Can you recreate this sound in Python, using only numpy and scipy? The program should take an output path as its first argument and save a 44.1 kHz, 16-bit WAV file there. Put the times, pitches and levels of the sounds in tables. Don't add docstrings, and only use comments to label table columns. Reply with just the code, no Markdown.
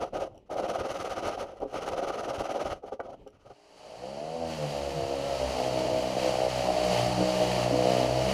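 import sys
import numpy as np
from scipy import signal
from scipy.fft import rfft, irfft
from scipy.io import wavfile
from scipy.ndimage import uniform_filter1d

SR = 44100
rng = np.random.default_rng(int(sys.argv[2]) if len(sys.argv) > 2 else 0)


def bounce(signal):
    frames = np.transpose(np.atleast_2d(signal))
    limited = np.clip(frames, -1, 1)
    pcm = np.round(limited * 32767).astype(np.int16)
    wavfile.write(sys.argv[1], SR, pcm)


N = 367353
T = np.arange(N) / SR

# (f/Hz, level per Hz/dB)
AIR_SPECTRUM = [(18, -39), (30, 0), (77, -9), (462, -9), (615, -11), (1490, -40), (2580, -34), (15100, -61)]
# (f/Hz, average level/dB)
HALL_TONES = [(296.1, -73), (409.1, -67)]
AIR_DB = -57

# (t/s, level/dB)
TICKS = [(0.3464, -57), (0.3556, -57), (0.378, -47), (1.6024, -49), (3.2755, -45), (3.3039, -55)]
# (f/Hz, width/Hz, relative level/dB)
CAVITIES = [(2940, 250, -5), (5660, 200, -4), (7700, 300, -13), (10300, 370, -9)]
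SNAP_DB, SNAP_S = -15, 0.002

# (t/s, peak level/dB, f/Hz, length/s)
THUDS = [(4.93, -33, 151.9, 0.083), (5.02, -34, 80.3, 0.043), (5.913, -34, 120.4, 0.048),
         (7.712, -26, 279, 0.049)]
# (t/s, peak level/dB, hardness as pulse cut-off f/Hz)
BUMPS = [(0.582, -42, 800), (1.004, -33, 900), (1.62, -23.5, 476), (1.649, -27.5, 420), (1.876, -24.5, 900),
         (2.098, -21.5, 1050), (2.402, -23, 810), (2.834, -29.5, 650), (2.92, -26, 740), (2.938, -36, 600),
         (3, -27, 3200), (3.262, -35.5, 490), (3.501, -42, 800)]
# (f/Hz, relative level/dB, time to fade by 60 dB/s)
HULL_MODES = [(280, -14.5, 0.064), (419, 0, 0.051), (527.5, 4.5, 0.042), (660, -20, 0.055),
              (797, 13, 0.026), (1177, 7, 0.043), (1340, -5, 0.079), (1460, 11, 0.026), (1950, 1, 0.021),
              (2250, 3, 0.016), (2950, -6, .021)]

# (start t/s, end t/s before the overlap, count, scratch level/dB, hull rumble level/dB)
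STROKES = [(0.0, 0.049, 1, -40.5, -31.5), (0.038, 0.094, 1, -56, -41.5), (0.125, 0.252, 2, -44, -31.5),
           (0.25, 0.28, 1, -56.5, -40), (0.284, 0.389, 2, -80, -52), (0.455, 0.487, 1, -73, -73),
           (0.494, 0.558, 1, -47, -34), (0.557, 0.673, 2, -42, -30), (0.673, 1.086, 8, -39.5, -33),
           (1.086, 1.211, 2, -40.5, -36), (1.211, 1.313, 1, -38, -31.5), (1.306, 1.362, 1, -42.5, -39),
           (1.365, 1.444, 1, -43, -36.5), (1.402, 1.556, 1, -57, -44), (1.556, 1.597, 1, -60, -50),
           (1.6, 1.646, 1, -55, -34.5), (1.653, 1.793, 1, -57, -49), (1.726, 1.801, 1, -42, -35),
           (1.801, 1.854, 1, -42, -33), (1.852, 2.742, 17, -40, -33), (2.738, 2.79, 1, -61, -49),
           (2.823, 2.857, 1, -63, -44), (2.85, 2.902, 1, -56, -44.5), (2.912, 2.953, 1, -54, -37),
           (2.995, 3.016, 1, -54, -29.5), (3.026, 3.088, 1, -59.5, -42), (3.085, 3.153, 2, -58.5, -43),
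           (3.263, 3.293, 1, -64, -76), (3.319, 3.446, 2, -68, -70), (3.446, 3.53, 2, -62, -52.5)]
# (f/Hz, level per Hz/dB)
SCRATCH_SPECTRUM = [(530, -31), (900, 0), (1060, -9.5), (1250, 4.5), (1500, -5.5), (1740, -14.5),
                    (1890, -12), (2970, -14), (3540, -17.5), (6320, -19.5), (7190, -39), (10300, -42.5),
                    (15100, -66)]
# (f/Hz, level per Hz/dB)
FIZZ_SPECTRUM = [(3800, -5.5), (4600, -6), (5200, -6), (6400, -4.5), (7300, -13.5), (10000, -11.5),
                 (15000, -27.5)]
# (f/Hz, level per Hz/dB)
RUMBLE_SPECTRUM = [(88, -72), (150, -20), (405, -6), (451, -8), (528, 0), (737, -3.5), (916, -16),
                   (1100, -24), (1430, -28), (2420, -120)]
# (f/Hz, level per Hz/dB)
SHOVE_SPECTRUM = [(15, -16), (35, -4.5), (70, 2), (130, -3), (300, -59)]
PULL_BACK_DB = -2, -1, -4
UNEVEN_DB = 0.3, 1.2, 5.5
OVERLAP = 1.08
PULL_LATE_S = 0.001
FIRM_RUMBLE_DB, SHOVE_DB = -33, -51.5
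SHOVE_FOLLOW = 0.42

# (t/s, turns per second/Hz, average level/dB of the first, second and third multiple)
ORBIT = [(3.92, 56.04, -88, -63, -70), (3.99, 59.8, -62, -59, -58), (4.34, 82.8, -66, -47.5, -51),
         (4.45, 82.9, -49, -50.5, -46), (4.66, 73.3, -57, -37, -46), (4.86, 70.2, -44, -51.5, -52),
         (5.02, 67.8, -50, -49, -54.5), (5.29, 70.04, -52, -52, -53), (5.43, 65.6, -38.5, -45, -55),
         (5.6, 63.4, -52, -47, -54), (5.84, 63.4, -50, -46, -42.5), (6.44, 63.85, -50.5, -45.5, -50.5),
         (6.87, 61.44, -45, -48, -35.5), (7.0, 59.9, -52, -36.5, -44.5), (7.22, 62.3, -42, -37, -33.5),
         (7.3, 62.64, -50, -46, -39), (7.59, 61.1, -44, -35, -37.5), (7.91, 63.03, -54, -39.5, -38),
         (8.1, 62.5, -42, -35.5, -54), (8.33, 65.3, -38, -37, -32)]
# (t/s, drumming level/dB, hiss level/dB, share of clean drumming/0-1)
PAD = [(3.6, -64, -64, 0.78), (3.76, -57, -59, 0.5), (3.77, -55.5, -56.5, 0.54), (4.05, -40, -50.5, 0.75),
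       (4.43, -34.5, -47.5, 0.84), (4.51, -36, -43.5, 0.75), (5.13, -31.5, -43.5, 0.81),
       (5.51, -31.5, -39, 0.78), (5.9, -27.5, -40.5, 0.77), (6.16, -31.5, -40, 0.76),
       (6.23, -26.5, -36, 0.8), (6.48, -28, -40, 0.75), (6.5, -33, -37.5, 0.84), (6.7, -26.5, -38.5, 0.8),
       (6.97, -27.5, -34, 0.76), (7.17, -30, -38, 0.73), (7.21, -24, -37, 0.67), (7.3, -29.5, -36, 1),
       (7.35, -25.5, -36, 0.8), (7.63, -29.5, -35.5, 0.72), (7.68, -27.5, -39, 0.71),
       (7.96, -23.5, -35, 0.94), (8.14, -27, -38.5, 0.74), (8.33, -29.5, -35.5, 0.78)]
# (f/Hz, relative level/dB)
DRUM_RESPONSE = [(200, -22), (250, -12.5), (310, -8.5), (375, -17), (440, -11), (500, -3), (545, -4.5),
                 (630, 0), (700, -3), (760, -9), (830, -14.5), (1000, -68)]
# (f/Hz, level per Hz/dB)
RATTLE_SPECTRUM = [(18, -46), (30, -21), (183, -5), (236, -11), (310, -2.5), (361, -2), (487, -1), (630, 7),
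                   (1100, -12.5), (1430, -62), (2420, -120)]
# (f/Hz, level per Hz/dB)
HISS_SPECTRUM = [(530, -11.5), (900, 2), (966, -7), (1190, -7.5), (1550, -13), (2930, -11.5), (3540, -17.5),
                 (4590, -8), (5230, -15), (6470, -17), (8490, -24.5), (9440, -22), (13000, -36.5),
                 (15100, -50)]
# (f/Hz, level per Hz/dB)
BITE_SPECTRUM = [(1200, -34), (1800, 1.5), (4000, -0.5), (7000, -8), (9000, -15), (13000, -15.5),
                 (15000, -23)]
FAN_MULTIPLE, WHINE_DB = 19, -14.5
PRESS_S = 4.44
ROCK_DB, ROCK_HZ = 2.6, 13

# (f/Hz, width/Hz, level/dB)
BOX = [(1690, 67, -1.5), (2990, 590, 5), (3520, 220, -4.5), (8460, 210, -5), (11500, 950, -4)]
EDGE_HZ = 15290


def amp(db):
    return 10 ** (np.asarray(db) / 20)


def evened(x):
    return x / np.sqrt(np.mean(abs(x) ** 2) + 1e-20)


def columns(rows):
    s, *values = np.transpose(rows)
    return [np.interp(T, s, v) for v in values]


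def read(points, hz):
    f, value = np.transpose(points)
    return np.interp(np.log(hz + 1), np.log(f + 1), value)


def colour(x, spectrum):
    gain = evened(amp(read(spectrum, np.fft.rfftfreq(N, 1 / SR))))
    return irfft(rfft(x) * gain, N)


def slow(hz):
    width = max(round(SR / hz), 1)
    once = uniform_filter1d(rng.standard_normal(N), width)
    return evened(uniform_filter1d(once, width))


def grit(spread_db, flutter_hz):
    return evened(rng.standard_normal(N) * amp(spread_db * slow(flutter_hz)))


def add(mix, s, sound):
    part = mix[round(s * SR):][:len(sound)]
    part += sound[:len(part)]


def hall():
    later = np.clip((T - 3.4) / 0.13, 0, 1)
    tones = 0
    for hz, db in HALL_TONES:
        tones = tones + np.sqrt(2) * amp(db + 1.5 * slow(11.0)) * np.sin(2 * np.pi * hz * T)
    air = colour(grit(5.3, 12), AIR_SPECTRUM)
    return amp(AIR_DB - 11.5 * later) * air + tones * later


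def ticks():
    out, t = np.zeros(N), T[:400]
    for s, db in TICKS:
        ring = 0
        for hz, width, mode_db in CAVITIES:
            ring = ring + amp(mode_db) * np.sin(2 * np.pi * hz * t) * np.exp(-np.pi * width * t)
        build_up = 1 - np.exp(-t / 0.00072)
        snap = amp(SNAP_DB) * rng.standard_normal(len(t)) * np.exp(-t / SNAP_S)
        add(out, s, amp(db) * (ring * build_up + snap))
    return out


def thuds():
    out = np.zeros(N)
    for s, db, hz, length in THUDS:
        t = np.arange(0, length, 1 / SR)
        swell = np.sin(np.pi * t / length) ** 2
        add(out, s, amp(db) * swell * np.sin(2 * np.pi * hz * t))
    return out


def bumps():
    out, t = np.zeros(N), T[:6000]
    for s, db, hard_hz in BUMPS:
        ring = 0
        for (hz, mode_db, t60), phase in zip(HULL_MODES, rng.random(len(HULL_MODES))):
            fading = amp(mode_db - 60 * t / t60)
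            reach = 1 / (1 + (hz / hard_hz) ** 4)
            ring = ring + fading * reach * np.sin(2 * np.pi * (hz * t + phase))
        ring = ring * (1 - np.exp(-t * hard_hz / 3.5)) ** 2
        add(out, s, amp(db) * ring / abs(ring).max())
    return out


def strokes():
    scratch, rumble, shove = np.zeros((3, N))
    for start, end, count, scratch_db, rumble_db in STROKES:
        length = (end - start) / count
        swell = np.sin(np.pi * np.arange(0, 1, 1 / (OVERLAP * length * SR)))
        shove_db = SHOVE_DB + SHOVE_FOLLOW * (rumble_db - FIRM_RUMBLE_DB)
        long_run = count > 2
        for k, chance in enumerate(rng.standard_normal((count, 3))):
            pull = k % 2 * long_run
            levels_db = np.array([scratch_db, rumble_db, shove_db]) + np.multiply(PULL_BACK_DB, pull)
            levels_db = levels_db + np.multiply(UNEVEN_DB, chance) * long_run
            scratch_amp, rumble_amp, shove_amp = amp(levels_db)
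            s = start + k * length + PULL_LATE_S * pull
            add(scratch, s, scratch_amp * swell ** 1.11)
            add(rumble, s, rumble_amp * swell ** 0.56)
            add(shove, s, shove_amp * swell)
    dull = colour(grit(0.82, 550), SCRATCH_SPECTRUM)
    fizz = colour(grit(2.5, 280) * amp(1.1 * slow(27)), FIZZ_SPECTRUM)
    paper = scratch * (dull + amp(-9.5) * fizz)
    shaking = colour(rumble * grit(2.34, 240), RUMBLE_SPECTRUM)
    shoving = colour(shove * grit(2.0, 50), SHOVE_SPECTRUM)
    return paper + shaking + shoving


def low_multiples(turn, levels_db):
    low = 0
    for k, db in enumerate(levels_db, 1):
        level = np.sqrt(2) * amp(db + ROCK_DB * slow(ROCK_HZ))
        low = low + level * np.cos(k * turn + 0.954 * k ** 2 + 0.94 * slow(3.2))
    return low * np.clip((T - ORBIT[0][0]) / 0.05, 0, 1)


def drumming(turn, speed):
    drum = 0
    for k in range(4, 16):
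        waver = (1 + 0.51 * slow(6.5)) * np.exp(0.25j * slow(2.7))
        phase = k * turn + 0.2 * min(k - 7, 0) ** 2 + 0.03 * k ** 2
        drum = drum + amp(read(DRUM_RESPONSE, k * speed)) * (waver * np.exp(1j * phase)).real
    drum = drum * amp(2.1 * slow(30))
    return drum / np.sqrt(uniform_filter1d(drum ** 2, SR // 4))


def sander():
    speed, *low_db = columns(ORBIT)
    drum_db, hiss_db, clean = columns(PAD)
    fade_in = np.clip((T - PAD[0][0] + 0.24) / 0.24, 0, 1)
    turn = 2 * np.pi * np.cumsum(speed * (1 + 0.0021 * slow(32.83))) / SR
    low = low_multiples(turn, low_db)
    drum = drumming(turn, speed)
    rattle = colour(grit(2.0, 290) * (1 + 0.12 * np.cos(turn)), RATTLE_SPECTRUM)
    body = amp(drum_db) * (np.sqrt(clean) * drum + np.sqrt(1 - clean) * rattle)
    pressed = np.clip((T - PRESS_S) / 0.04, 0, 1)
    whine = amp(WHINE_DB + 2 * slow(8.1)) * np.cos(FAN_MULTIPLE * turn + slow(17))
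    whine = whine * (1 + pressed) / 2
    hiss = colour(grit(0.33, 150) * amp(0.26 * slow(43)), HISS_SPECTRUM)
    throb = 1 + 0.13 * np.cos(turn)
    bite = colour(grit(1.7, 300) * throb * amp(1.2 * slow(12)), BITE_SPECTRUM)
    bite = bite * amp(-8.5) * pressed
    return low + fade_in * (body + amp(hiss_db) * (hiss + bite + whine))


def echo(x, t60, wet_db):
    tail = rng.standard_normal(SR // 4) * amp(-60 * T[:SR // 4] / t60)
    tail = tail / np.linalg.norm(tail)
    return x + amp(wet_db) * signal.oaconvolve(x, tail)[:N]


def scene():
    echoing = echo(ticks() + thuds() + bumps() + strokes(), 0.16, -10.5)
    return (hall() + echoing + sander())[None]


def record(dry):
    hz = np.fft.rfftfreq(N, 1 / SR)
    box_db = sum(db / (1 + (2 * (hz - f) / width) ** 2) for f, width, db in BOX)
    boxed = irfft(rfft(dry) * amp(box_db), N)
    band_limit = signal.firwin(2047, EDGE_HZ, window=("kaiser", 12), fs=SR)
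    return signal.oaconvolve(boxed, band_limit[None], "same")


dry = scene()
out = record(dry)
bounce(out)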